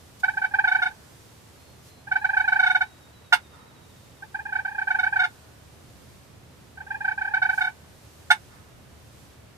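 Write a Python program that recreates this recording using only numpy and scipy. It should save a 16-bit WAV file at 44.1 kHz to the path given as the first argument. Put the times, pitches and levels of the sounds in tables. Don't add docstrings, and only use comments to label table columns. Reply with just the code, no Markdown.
import sys
import numpy as np
from scipy import signal
from scipy.fft import rfft, irfft
from scipy.io import wavfile
from scipy.ndimage import uniform_filter1d

SR = 44100
rng = np.random.default_rng(int(sys.argv[2]) if len(sys.argv) > 2 else 0)


def transcribe(u):
    v = np.clip(np.atleast_2d(u).T, -1, 1)
    q = np.round(v * 32767).astype(np.int16)
    wavfile.write(sys.argv[1], SR, q)


N = 422037

# (centre time [s], level [dB], lowest pitch [Hz])
GOBBLE_NOTES = [(0.243, -18.5, 750.7), (0.2888, -21, 759), (0.3428, -37, 784), (0.3786, -22, 774),
                (0.4246, -23.5, 763), (0.4484, -21, 755), (0.5183, -39, 805), (0.5468, -18.5, 776),
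                (0.5942, -16, 776), (0.6484, -17, 774), (0.6838, -20.5, 733), (0.723, -19, 747),
                (0.7566, -18.5, 751), (0.7938, -25, 773), (0.8305, -21, 718), (0.8665, -23, 737),
                (0.9148, -43, 775), (2.0794, -36, 790), (2.1226, -20.5, 754.5), (2.1638, -19, 761),
                (2.2224, -32, 821), (2.2518, -19, 757), (2.299, -21, 778), (2.3404, -21.5, 786),
                (2.3756, -17.5, 756), (2.4077, -20, 750.5), (2.4486, -24, 798), (2.486, -19.3, 748),
                (2.5296, -17.5, 753), (2.565, -18.5, 774), (2.601, -17.3, 743), (2.6384, -17.5, 741),
                (2.672, -19, 718), (2.7101, -19, 732), (2.7582, -17, 740), (2.818, -19.5, 741.5),
                (4.231, -36.5, 780), (4.3532, -26.5, 781), (4.3974, -31, 794), (4.462, -29.5, 792),
                (4.4949, -34, 803), (4.5308, -26.5, 765), (4.5611, -23, 760), (4.5952, -26, 770),
                (4.6575, -25.5, 767), (4.6858, -28.5, 780), (4.7206, -34, 795), (4.7546, -32, 807),
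                (4.7899, -23.5, 774), (4.822, -25, 765), (4.8804, -22, 775), (4.9124, -20.5, 751.4),
                (4.9538, -20.5, 775), (4.9975, -21.5, 739), (5.04, -21, 745), (5.0718, -20.5, 766),
                (5.133, -21.5, 788), (5.1672, -19, 764), (5.2025, -20, 726), (5.2215, -21, 756),
                (5.2455, -21.5, 713.3), (6.7814, -40, 771), (6.8111, -35.5, 775), (6.874, -40, 788),
                (6.913, -26, 788), (6.9518, -29, 801), (7.014, -28, 793), (7.0533, -23, 771),
                (7.0864, -21, 769), (7.1192, -26.1, 763), (7.1852, -25.5, 788), (7.22, -24.5, 764),
                (7.2548, -26.5, 769), (7.2819, -26.5, 782), (7.3158, -35, 825), (7.346, -20.5, 748),
                (7.374, -22, 765), (7.4281, -19, 746), (7.4581, -21, 762), (7.4992, -20, 752.5),
                (7.5369, -26, 767), (7.5852, -21.5, 765), (7.6186, -21.6, 730.5), (7.6509, -25.5, 733),
                (7.6786, -25.5, 754)]
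# (centre time [s], nominal length [s], level [dB], lowest pitch [Hz], rasp [dB], pitch jitter [ratio])
CLUCK_NOTES = [(3.3346, .0185, -14, 703, -13.5, 0.041), (8.313, .017, -13.5, 716, -14.5, 0.02)]
# (frequency [Hz], gain [dB])
THROAT_RESPONSE = [(700, -19), (775, -18.5), (850, -14), (950, -11), (1400, 0.5), (1520, 2.5), (1620, -1),
                   (1850, -7.5), (2050, -16), (2200, -11.5), (2350, -19), (2480, -12.5), (2750, -17)]
# (frequency [Hz], level [dB])
BUZZ_SPECTRUM = [(2850, -2), (3100, 3.5), (3330, 1), (3520, 5), (3650, 7.5), (3800, 1), (4000, -2.5),
                 (4300, -6), (4700, -4), (5300, -15), (6400, -20), (8500, -42.5), (11000, -25),
                 (15000, -51)]
BREATH_SPECTRUM = [(450, -45.5), (700, -4), (930, 12), (1150, -11), (1750, -6), (2050, -8), (2450, 2.5),
                   (2780, 8), (3100, -11), (3600, -7), (4100, -3), (6300, -7), (7400, -25.5), (8800, -6.5),
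                   (10500, -24), (14000, -25), (16000, -53)]
# (frequency [Hz], bandwidth [Hz], gain [dB])
HIDE_RESONANCES = [(733.5, 32, 6), (865.6, 29.2, 16), (1775, 46, 8.5), (2020, 15, -21), (2220, 90, 2),
                   (2820, 170, 1), (3650, 240, -7.5)]
# (frequency [Hz], gain [dB])
HIDE_REVERB = [(500, -18.5), (850, 6), (1200, -1.5), (1500, -18.5), (1780, -1), (2300, -2.5), (4000, -2.5),
               (12000, 2)]
# (frequency [Hz], time to fall 60 dB [s])
HIDE_DECAY = [(800, 0.11), (1500, .11), (3700, 0.092), (12000, 0.084)]
# (frequency [Hz], gain [dB])
WOODS_ECHO = [(700, -41.5), (880, -24), (1100, -19.5), (1270, -20.5), (1400, -44.5), (1600, -50),
              (1720, -31.5), (1950, -32.5), (2250, -47), (3600, -45), (6000, -33.5)]
# (frequency [Hz], relative spectral density [dB])
FIELD_SPECTRUM = [(25, -24.5), (40, -16), (62, -10.5), (78, 0.5), (92, -5.5), (118, -2), (180, -10),
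                  (280, -13), (500, -15), (900, -19.5), (2200, -24.5), (9000, -31.5), (14000, -35.5),
                  (15700, -51)]
# (frequency [Hz], correlation [ratio])
FIELD_CORRELATION = [(60, 1), (150, 0.69), (380, 0.27), (950, 0.31), (2380, 0.045), (5980, 0.14),
                     (15000, 0.071)]
# (frequency [Hz], left over right [dB])
FIELD_BALANCE = [(60, 1.2), (240, -2.5), (950, -1.5), (3770, -1.1), (15000, -2.5)]
# (time [s], level [dB])
RUMBLE_SWELL = [(0, -0.6), (4.8, -1.9), (5.9, 1.6), (7.3, 0.5), (7.6, -2), (8.8, 2), (9.57, .5)]
# (centre time [s], half length [s], rise [dB])
RUSTLE_SWELLS = [(0.204, .008, 9.5), (.25, 0.96, 4), (1.877, 0.042, 6), (7.572, 0.066, 10), (9.206, .12, 3)]


def syrinx_note(breath, at, length, level_db, low_hz, rasp_db, jitter, drive, breathiness):
    half = .66 * length
    t = np.arange(-half, half, 1 / SR)
    position = t / half
    crest = .22 / (1 + drive ** 2)
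    from_crest = (position - crest) / np.where(position < crest, 1 + crest, 1 - crest)
    pressure = np.maximum(1 - from_crest ** 2, 0) ** 1.5
    swing = np.tanh(drive * pressure) / np.tanh(drive)
    onset_hz, release_hz = 860, 950
    hz = low_hz + (np.where(position < 0, onset_hz, release_hz) - low_hz) * abs(position) ** 2.774
    shake = jitter * unit_rms(uniform_filter1d(rng.standard_normal(len(t)), size=40))
    phase = 2 * np.pi * np.cumsum(hz * (1 + shake)) / SR
    tilt_db = 0.22 * min(level_db + 24, 0)
    tone = sum(gain(curve(THROAT_RESPONSE, k * hz) + (k - 2) * tilt_db)
               * swing ** (k / 2) * np.cos(k * phase) for k in range(1, 4))
    buzz = sum(gain(curve(BUZZ_SPECTRUM, k * hz)) * np.cos(k * phase + k * k) for k in range(4, 21))
    puffs = breath[round(at * SR):][:len(t)] * (1 + 1.3 * np.cos(phase))
    rasp = gain(rasp_db) * swing * pressure ** 0.82 * (1.39 * unit_rms(buzz) + breathiness * puffs)
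    return at - half, gain(level_db) * (1.45 * tone * (1 + 2.2 * shake) + rasp)


def gobbles(breath):
    strain_hz, spread_hz = 749.9, 12
    easy_length_s, stretch_s = .016, .007
    out = np.zeros(N)
    for at, level_db, low_hz in GOBBLE_NOTES:
        strain = 1 / (1 + np.exp((low_hz - strain_hz) / spread_hz))
        length = easy_length_s + stretch_s * strain ** 2
        rasp_db = -32.5 + 14.5 * strain
        force = gain(rasp_db)
        add(out, *syrinx_note(breath, at, length, level_db, low_hz, rasp_db, jitter=.003 + .11 * force,
                              drive=0.067 + 15 * force, breathiness=.35 + 2 * force))
    return out


def clucks(breath):
    out = np.zeros(N)
    for note in CLUCK_NOTES:
        add(out, *syrinx_note(breath, *note, drive=2.8, breathiness=1.3))
    return out


def hide_and_woods(voice, balance_db, left_lag_ms, woods_db):
    hz = np.fft.rfftfreq(N, 1 / SR)
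    radiated = rfft(voice) / (1 + (610 / (hz + 1)) ** 10)
    modes = sum(gain(db) / (1 + 2j * (hz - f) / width) for f, width, db in HIDE_RESONANCES)
    ear_delays = np.array([np.exp(-2j * np.pi * hz * left_lag_ms / 1000), np.ones(len(hz))])
    direct = irfft(radiated * (1 + modes) * ear_delays, N)
    hide = reverberation(irfft(radiated, N), HIDE_REVERB, HIDE_DECAY,
                         delay_s=.004, rise_s=.0015, size=SR // 4)
    reflected = irfft(radiated * gain(woods_db + curve(WOODS_ECHO, hz)), N)
    woods = reverberation(reflected, spectrum=[(1000, 0), (6000, 0)], decay=[(1000, 1.3), (6000, .6)],
                          delay_s=.18, rise_s=.015, size=SR)
    return (direct + hide + woods) * gain([[balance_db / 2], [-balance_db / 2]])


def reverberation(sound, spectrum, decay, delay_s, rise_s, size):
    hz, t, bands = signal.stft(rng.standard_normal((2, size)), SR, nperseg=256)
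    t60 = curve(decay, hz)[:, None]
    envelope = gain(curve(spectrum, hz)[:, None] - 60 * t / t60)
    energy_scale = np.sqrt(2 * np.log(1000) / (t60 * SR))
    response = signal.istft(bands * envelope * energy_scale, SR, nperseg=256)[1]
    response *= 1 - np.exp(-np.arange(response.shape[1]) / (rise_s * SR))
    response = np.pad(response, ((0, 0), (round(delay_s * SR), 0)))
    return signal.fftconvolve(sound[None], response, axes=1)[:, :N]


def songbird():
    start_s, quicken_at_s, quicken_over_s, slow_beat_s, fast_beat_s = 1.54, 2.68, .3, .305, .066
    start_hz, sink_hz_per_s, scatter_hz = 4235, 315, 45
    song_db, rise_s, fade_at_s, fade_db_per_s = -61.5, .21, 3.5, 8
    song, at = np.zeros(N), start_s
    for _ in range(22):
        quick = 1 / (1 + np.exp((quicken_at_s - at) / quicken_over_s))
        beat = slow_beat_s + (fast_beat_s - slow_beat_s) * quick
        end_hz = start_hz - sink_hz_per_s * (at - start_s) + scatter_hz * quick * rng.standard_normal()
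        swell = 1 - np.exp(-(at + beat - start_s) / rise_s)
        level = swell * gain(song_db - fade_db_per_s * max(at - fade_at_s, 0))
        add(song, at, level * whistle(.85 * beat, end_hz, fall_hz=590 * quick ** 3, settle_s=.032))
        at += beat
    return song + reverberation(song, spectrum=[(3000, -4), (5000, -4)], decay=[(3000, .4), (5000, .4)],
                                delay_s=.01, rise_s=.01, size=SR // 2)


def whistle(length, end_hz, fall_hz, settle_s):
    t = np.arange(0, length, 1 / SR)
    hz = end_hz + fall_hz * np.exp(-t / settle_s)
    return signal.windows.tukey(len(t), .6) * np.sin(2 * np.pi * np.cumsum(hz) / SR)


def field():
    field_db, hiss_db, rumble_wander_db, hiss_wander_db = -50.5, .34, .25, 1.26
    hz, t = np.fft.rfftfreq(N, 1 / SR), np.arange(N) / SR
    left, independent = (rfft(coloured_noise(FIELD_SPECTRUM)) for _ in range(2))
    correlation, balance_db = curve(FIELD_CORRELATION, hz), curve(FIELD_BALANCE, hz)
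    right = correlation * left + np.sqrt(1 - correlation ** 2) * independent
    ears = np.array([left * gain(balance_db / 2), right * gain(-balance_db / 2)])
    low, high = 1 / (1 + (hz / 220) ** 4), 1 - 1 / (1 + (hz / 3500) ** 4)
    swell_db = np.interp(t, *np.transpose(RUMBLE_SWELL))
    rumble = gain(swell_db + rumble_wander_db * wander(t)) * irfft(ears * low, N)
    middle = irfft(ears * (1 - low - high), N)
    rustle_db = sum(rise_db * np.exp(-((t - at) / half) ** 2) for at, half, rise_db in RUSTLE_SWELLS)
    hiss = gain(hiss_db + hiss_wander_db * wander(t) + rustle_db) * irfft(ears * high, N)
    return gain(field_db) * (rumble + middle + hiss)


def wander(t):
    rates_hz = np.geomspace(.3, 3, 16)
    return unit_rms(sum(np.sin(2 * np.pi * (hz * t + rng.random())) / np.sqrt(hz) for hz in rates_hz))


def coloured_noise(spectrum):
    response = gain(curve(spectrum, np.fft.rfftfreq(N, 1 / SR)))
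    return unit_rms(irfft(rfft(rng.standard_normal(N)) * response, N))


def gain(db):
    return 10 ** (np.asarray(db) / 20)


def unit_rms(x):
    return x / np.sqrt(np.mean(x ** 2) + 1e-20)


def curve(points, hz):
    frequencies, values = np.transpose(points)
    return np.interp(np.log(hz + 1), np.log(frequencies + 1), values)


def add(mix, at, sound):
    part = mix[round(at * SR):][:len(sound)]
    part += sound[:len(part)]


def scene():
    breath = coloured_noise(BREATH_SPECTRUM)
    gobbling = hide_and_woods(gobbles(breath), balance_db=-2, left_lag_ms=.15, woods_db=5.5)
    clucking = hide_and_woods(clucks(breath), balance_db=-4, left_lag_ms=.14, woods_db=6)
    return gobbling + clucking + songbird() + field()


def record(dry):
    cutoff_hz = 15700
    lowpass = signal.firwin(511, cutoff_hz, window=("kaiser", 9), fs=SR)
    return signal.oaconvolve(dry, lowpass[None], "same")


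dry = scene()
out = record(dry)
transcribe(out)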